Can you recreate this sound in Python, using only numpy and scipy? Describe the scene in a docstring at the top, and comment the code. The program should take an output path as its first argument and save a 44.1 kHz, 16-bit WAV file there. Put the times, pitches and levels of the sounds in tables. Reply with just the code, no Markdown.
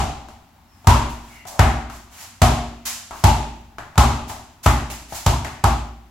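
"""Dribbling a basketball in a glass sunroom

A basketball is dribbled on the concrete floor of a narrow glass sunroom, close to a camera's two microphones.
Each bounce is a double crack, a slap of the rubber shell and a thump that sets the room's air modes booming.
Between bounces palms catch the ball crisply or push it down softly, and shoes scuff: short strokes are brighter.
Faint falling chirps come over a low steady rumble. Clicks, shaped noise and decaying sines make the sounds."""
import sys
import numpy as np
from scipy import signal
from scipy.fft import rfft, irfft, next_fast_len
from scipy.io import wavfile
from scipy.ndimage import uniform_filter1d

SR = 44100
rng = np.random.default_rng(int(sys.argv[2]) if len(sys.argv) > 2 else 0)


def inscribe(sig):
    """Save sig as 16-bit PCM at rate SR to the path in sys.argv[1].

    A 1-D sig is mono; a 2-D sig holds one channel per row.
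    Samples are clipped to [-1, 1] before scaling.
    """
    pcm = np.round(np.clip(np.atleast_2d(sig).T, -1, 1) * 32767)
    wavfile.write(sys.argv[1], SR, pcm.astype(np.int16))


N = 269362

# ball on the floor: (time [s], slap level [dB, relative], treble [dB], shell resonance [Hz],
# height of that resonance [dB], height of the upper resonance [dB])
BOUNCE_HITS = [(-.085, -17.5, -2, 785, 8, 4), (0.8711, -15, -3, 959, 7, 4.5),
               (1.5923, -17, -6.5, 770, 5.5, 3), (2.4172, -16.5, -2, 714, 6, 3),
               (3.2393, -16.5, -2, 863, 9, 0.5), (3.978, -16, -2, 819, 4.5, 7),
               (4.661, -18.5, -4.5, 850, 3, 4.5), (5.2628, -20.5, -0.5, 944, 4.5, 3.5),
               (5.6396, -19, -3, 801, 7.5, 8)]
# spectrum of ball slaps: (frequency [Hz], level [dB per Hz, relative])
SLAP_SPECTRUM = [(100, -5), (200, -10), (300, -7.5), (410, -8), (495, -20.5), (600, -4), (850, -1),
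                 (1230, -9), (1700, -15), (3000, -14.5), (5300, -17.5), (7300, -16.5), (12000, -23),
                 (16000, -35)]
# spectrum of soles on concrete: (frequency [Hz], level [dB per Hz, relative])
SCUFF_SPECTRUM = [(150, -16), (450, -18.5), (700, -1.5), (1600, -3), (3700, -5.5), (7100, -1.5),
                  (11000, -5.5), (16000, -12)]
# reverberation time of the glass room: (frequency [Hz], time to fall 60 dB [s])
ROOM_DECAY = [(150, 0.87), (400, 0.79), (850, 0.63), (2700, 0.75), (7000, 0.65), (11000, 0.51),
              (16000, 0.3)]

T = np.arange(SR) / SR  # time within one event [s]
HZ = np.fft.rfftfreq(SR, 1 / SR)


def amp(db):
    """Decibels to gain."""
    return 10 ** (np.asarray(db) / 20)


def unit(x):
    """x at rms 1."""
    return x / np.sqrt(np.mean(x ** 2) + 1e-20)


def along(points, hz):
    """(Hz, value) points read on a log frequency axis."""
    point_hz, values = np.transpose(points)
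    return np.interp(np.log(hz + 1), np.log(point_hz + 1), values)


def add(track, s, sound):
    """Mix a sound into the track from time s on, cut off at either end of the track."""
    start = round(s * SR)
    part = sound[..., max(-start, 0):N - start]
    first = max(start, 0)
    track[:, first:first + part.shape[-1]] += part


def bell(centre_hz, octaves):
    """A bump of height 1 on the frequency axis."""
    return np.exp(-.5 * (np.log2((HZ + 1) / centre_hz) / octaves) ** 2)


def treble(corner_hz=3000):
    """A shelf that rises from 0 to 1 around the corner."""
    return HZ ** 4 / (HZ ** 4 + corner_hz ** 4)


def diffuse(colour_db, size=SR):
    """Coloured noise arriving from all sides at two close microphones, rms 1."""
    # left-right correlation of the noise, wide in the treble, nearly mono at the very top:
    # (frequency [Hz], correlation [-1 to 1])
    correlation = [(100, 0.9), (250, 0.94), (500, 0.91), (1000, 0.53), (2000, 0.4), (4000, 0.28),
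                   (8000, 0.037), (13000, 0.9)]
    # balance of the two microphones: (frequency [Hz], left minus right [dB])
    lean = [(150, 1), (500, 0.5), (1000, 3), (2000, 3.1), (4000, 0.5), (8000, -4), (12000, 2.5)]
    hz = np.fft.rfftfreq(size, 1 / SR)
    turn = np.arccos(np.clip(along(correlation, hz), -1, 1)) / 2  # shares out mid and side
    mid, side = rfft(rng.standard_normal((2, size))) * [np.cos(turn), np.sin(turn)]
    balance = amp(np.outer([.5, -.5], along(lean, hz)))
    spectra = np.array([mid + side, mid - side]) * balance * amp(colour_db)
    return unit(irfft(spectra, size))


def reverberation(colour_db):
    """The glass room's answer to a click of this colour: each frequency dies at its own speed."""
    hz, t, z = signal.stft(diffuse(colour_db), SR, nperseg=256)
    decay = amp(-60 * t / along(ROOM_DECAY, hz)[:, None])
    return signal.istft(z * decay, SR, nperseg=256)[1][:, :SR]


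def room_swell(colour_db, length):
    """A steady sound of this length fills the room, which then rings out; gain peaks at 1 on rms 1 noise."""
    hz, t, z = signal.stft(diffuse(colour_db), SR, nperseg=256)
    t60 = along(ROOM_DECAY, hz)[:, None]
    filled = 1 - amp(-60 * np.minimum(t, length) / t60) ** 2  # energy built up so far
    ring_out = amp(-60 * np.maximum(t - length, 0) / t60)
    gain = np.sqrt(filled / filled[:, -1:]) * ring_out
    return signal.istft(z * gain, SR, nperseg=256)[1][:, :SR]


def click(colour_db):
    """A causal impulse of this colour, energy 1: folding the cepstrum puts its energy first."""
    cepstrum = irfft(np.log(amp(colour_db) + 1e-6))
    fold = np.r_[1, np.full(SR // 2 - 1, 2), np.zeros(SR - SR // 2)]
    pulse = irfft(np.exp(rfft(cepstrum * fold)))
    return pulse / np.linalg.norm(pulse)


def ring(modes, scatter_db):
    """Damped modes struck together, each at a slightly new strength."""
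    total = 0
    for hz, db, t60 in modes:
        strength = amp(db + scatter_db * rng.normal() - 60 * T / t60)
        total = total + strength * np.sin(2 * np.pi * hz * T)
    return total


def boom(rise=0.004, low_hz=65):
    """The room's low modes swell as the ball squashes; a high-pass keeps the deepest bass out of the boom."""
    # air modes of the room: (frequency [Hz], level [dB, relative], time to fall 60 dB [s])
    room_modes = [(57.5, -12.5, 0.8), (58.4, -4.5, 0.22), (69.34, -12.5, 0.53), (86, -6, 0.21),
                  (93.2, -22, 0.51), (100.2, -15.5, 0.37), (107, -34.5, 0.9), (126.2, -18.5, 0.52),
                  (137.6, -27, 0.6), (143.3, -26.5, 0.52), (152.8, -27, 0.57), (170, -70, 0.66),
                  (223.8, -25.5, 0.63), (236.8, -26.5, 0.9), (247.5, -33, 0.48), (284.2, -31.5, 0.73),
                  (358.5, -43, 0.97)]
    air = -ring(room_modes, scatter_db=3.0) * (1 - np.exp(-T / rise))
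    return signal.sosfilt(signal.butter(6, low_hz, "high", fs=SR, output="sos"), air)


def background(db=-52):
    """Steady low rumble and faint hiss in the room, as shaped noise."""
    # background spectrum: (frequency [Hz], level [dB per Hz, relative])
    rumble = [(25, -52), (45, -16), (58, -16.5), (80, -9.5), (150, -23.5), (240, -18), (480, -40.5),
              (800, -23.5), (1600, -34), (6700, -43.5), (16000, -46)]
    return amp(db) * diffuse(along(rumble, np.fft.rfftfreq(N, 1 / SR)), size=N)


def chirps(waver_hz=120):
    """Thin, wavering whistles that glide down, blurred by the room."""
    # faint chirps: (time [s], length [s], start pitch [Hz], end pitch [Hz], level [dB, relative])
    calls = [(.66, 0.14, 5650, 4930, -67), (1.293, 0.12, 2230, 2060, -51), (1.315, 0.125, 2880, 2800, -57)]
    out = np.zeros((2, N))
    for s, length, start_hz, end_hz, db in calls:
        progress = np.clip(T / length, 0, 1)
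        waver = unit(uniform_filter1d(rng.standard_normal(SR), size=150))
        pitch = start_hz + (end_hz - start_hz) * progress + waver_hz * waver
        swell = np.sqrt(progress * (1 - progress))
        tone = swell * np.sin(2 * np.pi * np.cumsum(pitch) / SR)
        room = reverberation(along(SCUFF_SPECTRUM, HZ))
        wet = signal.fftconvolve(tone[None], room, axes=1)[:, :SR]
        add(out, s, amp(db) * (tone + wet / np.std(wet[:, T < length])))
    return out


def slide(length, body_db, grit=0.29, edge=0.0066, direct_db=-5):
    """A sliding sole or palm makes a dense train of tiny slips that the room smears."""
    plain_s = 0.059  # a stroke this long has the plain spectrum
    treble_db_per_halving, plain_rise_s = 4, .011  # shorter is brighter; time constant of a plain stroke's swell
    stroke = np.clip(np.minimum(T, length + edge - T) / edge, 0, 1)
    treble_db = treble_db_per_halving * np.log2(plain_s / length)
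    # body_db lifts the low middle
    colour = along(SCUFF_SPECTRUM, HZ) + treble_db * treble() + body_db * bell(650, octaves=0.66)
    grains = np.exp(grit * unit(uniform_filter1d(rng.standard_normal(SR), size=30)))
    slips = stroke * unit(grains * diffuse(colour))
    pressure = 1 - np.exp(-T / (plain_rise_s * (length / plain_s) ** 2))  # long strokes start gently
    return pressure * (amp(direct_db) * slips + room_swell(colour, length))


def scuffs():
    """Soles scrape the concrete, and once a palm rubs the hollow ball."""
    # soles sliding on concrete: (time [s], length [s], level [dB, relative])
    strokes = [(0.665, 0.29, -51), (1.09, 0.022, -43.5), (1.172, 0.19, -45.5), (1.466, 0.021, -35.5),
               (1.9, 0.069, -44.5), (2.1, 0.085, -43), (2.175, 0.065, -37.5), (2.851, 0.027, -23.5),
               (2.88, 0.037, -38.5), (3.113, 0.091, -42), (4.273, 0.037, -37.5), (4.628, 0.043, -29.5),
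               (4.897, 0.026, -34), (5.079, 0.064, -41), (5.122, 0.018, -37.5), (5.14, 0.03, -30.5)]
    # one palm sliding on the ball: time [s], length [s], level [dB, relative]
    palm_rub = (1.453, 0.134, -38)
    out = np.zeros((2, N))
    for s, length, db in strokes:
        add(out, s, amp(db) * slide(length, body_db=0))
    s, length, db = palm_rub
    add(out, s, amp(db) * slide(length, body_db=24))  # the ball rings hollow under the palm
    return out


def rising(s):
    """The ball is on its way up when the nearest bounce lies behind it."""
    nearest = min((row[0] for row in BOUNCE_HITS), key=lambda hit: abs(hit - s))
    return nearest < s


def pats(wall_delay=0.02, smack_db=23, room_db=4.0):
    """A palm smacks the shell, which rings briefly and thuds; the nearest wall answers."""
    # palms meeting the ball: (time [s], slap level [dB, relative], shell resonance [Hz])
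    touches = [(0.286, -46.5, 790), (.563, -64, 690), (0.845, -47.5, 930), (1.453, -43, 740),
               (1.899, -42.5, 1200), (3.109, -37.5, 1120), (3.784, -38, 1580), (3.957, -43, 1000),
               (4.297, -35.5, 866), (4.901, -39.5, 2440), (5.124, -38, 790), (5.447, -34, 1920)]
    catch_treble_db, push_treble_db = -0.5, -6.5  # a rising ball smacks the palm; a push is softer
    thud_db = 7  # relative to the slap level
    out = np.zeros((2, N))
    for s, slap_db, shell_hz in touches:
        treble_db = catch_treble_db if rising(s) else push_treble_db
        colour = along(SLAP_SPECTRUM, HZ) + 3 * bell(1550, octaves=0.35) + treble_db * treble()
        ringing = colour + 10 * bell(shell_hz, octaves=0.3)
        smack = amp(smack_db) * click(colour)
        shell = amp(10 - 60 * T / .04) * diffuse(ringing)
        room = amp(room_db) * reverberation(colour + 6 * bell(shell_hz, octaves=0.33))
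        add(out, s, amp(slap_db) * (smack + shell + room))
        add(out, s + wall_delay, amp(slap_db - 1 - 60 * T / 0.089) * diffuse(ringing))
        add(out, s, amp(slap_db + thud_db) * boom())
    return out


def shell_tone(shell_hz, width_hz=24, t60=0.69):
    """The shell's narrow ring, which the room keeps alive after the slap."""
    narrow = -20 * np.log10(1 + ((HZ - shell_hz) / width_hz) ** 2)
    return diffuse(narrow) * amp(-60 * T / t60) * (1 - np.exp(-T / 0.0043))


def bounces(crack_delay=.0024, wall_delay=0.013, thump_db=1.5):
    """First contact, a sharper crack as the shell flattens, then wall echo, ringing and room."""
    # air cavity of the ball: (frequency [Hz], level [dB, relative], time to fall 60 dB before slap damping [s])
    cavity = [(959, -3, .5), (1615, -12, .5), (1767, -14, .5), (2153, -12, .5), (2993, -20, .5)]
    upper_hz = 1188  # the shell's upper resonance
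    # a bounce duller than crisp knocks harder in the middle
    crisp_treble_db, knock_hz, knock_db_per_db = -2, 1760, 1.5
    # the dribble gets low and quick from here on [s], and quick bounces die sooner [dB per s]
    quick_from_s, easy_damping, quick_damping = 4.5, 5, 17
    out = np.zeros((2, N))
    typical_db = np.mean([row[1] for row in BOUNCE_HITS])
    for s, slap_db, treble_db, shell_hz, shell_db, upper_db in BOUNCE_HITS:
        knock_db = knock_db_per_db * (crisp_treble_db - treble_db)
        colour = along(SLAP_SPECTRUM, HZ) + treble_db * treble()
        colour += shell_db * bell(shell_hz, octaves=0.11)
        colour += upper_db * bell(upper_hz, octaves=0.23)
        colour += knock_db * bell(knock_hz, octaves=0.36)
        damping = quick_damping if s > quick_from_s else easy_damping
        slap = amp(slap_db - damping * T)

        contact = click(colour + 8 * bell(280, octaves=0.99))
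        add(out, s, -slap * amp(24.0) * contact)
        crack = click(colour + 15 * treble())
        add(out, s + crack_delay, -slap * amp(21) * crack)
        grind = amp(2.5 - 60 * T / 0.029) * diffuse(colour + 7 * treble())  # rubber grinding on grit
        add(out, s, slap * grind)
        add(out, s + crack_delay, slap * amp(12.0 - 60 * T / 0.028) * diffuse(colour))  # body of the slap
        add(out, s + wall_delay, slap * amp(1.0 - 60 * T / 0.017) * diffuse(colour))
        room = reverberation(colour) * (1 - np.exp(-T / .007))
        add(out, s, slap * amp(5.5) * room)
        add(out, s, slap * amp(shell_db - 12.0) * shell_tone(shell_hz))
        add(out, s, slap * amp(-10) * ring(cavity, scatter_db=2))
        # the thump varies less than the slap
        add(out, s, amp(thump_db + 0.66 * (slap_db - typical_db)) * boom())
    return out


def scene():
    """Everything at the two microphones."""
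    return background() + chirps() + scuffs() + pats() + bounces()


def record(dry):
    """The camera notches the treble, rounds off the highest peaks and ends at its band limit."""
    # notch of the microphone's sound ports: (frequency [Hz], level [dB])
    port_notch = [(7600, -0.5), (9000, -7.5), (10300, -2.5)]
    top_hz = 16000
    size = next_fast_len(N + SR // 2)
    hz = np.fft.rfftfreq(size, 1 / SR)
    heard = irfft(rfft(dry, size) * amp(along(port_notch, hz)), size)
    rounded = heard / (1 + np.abs(heard / .92) ** 8) ** (1 / 8)
    return irfft(rfft(rounded) * (hz < top_hz), size)[:, :N]


dry = scene()
out = record(dry)
inscribe(out)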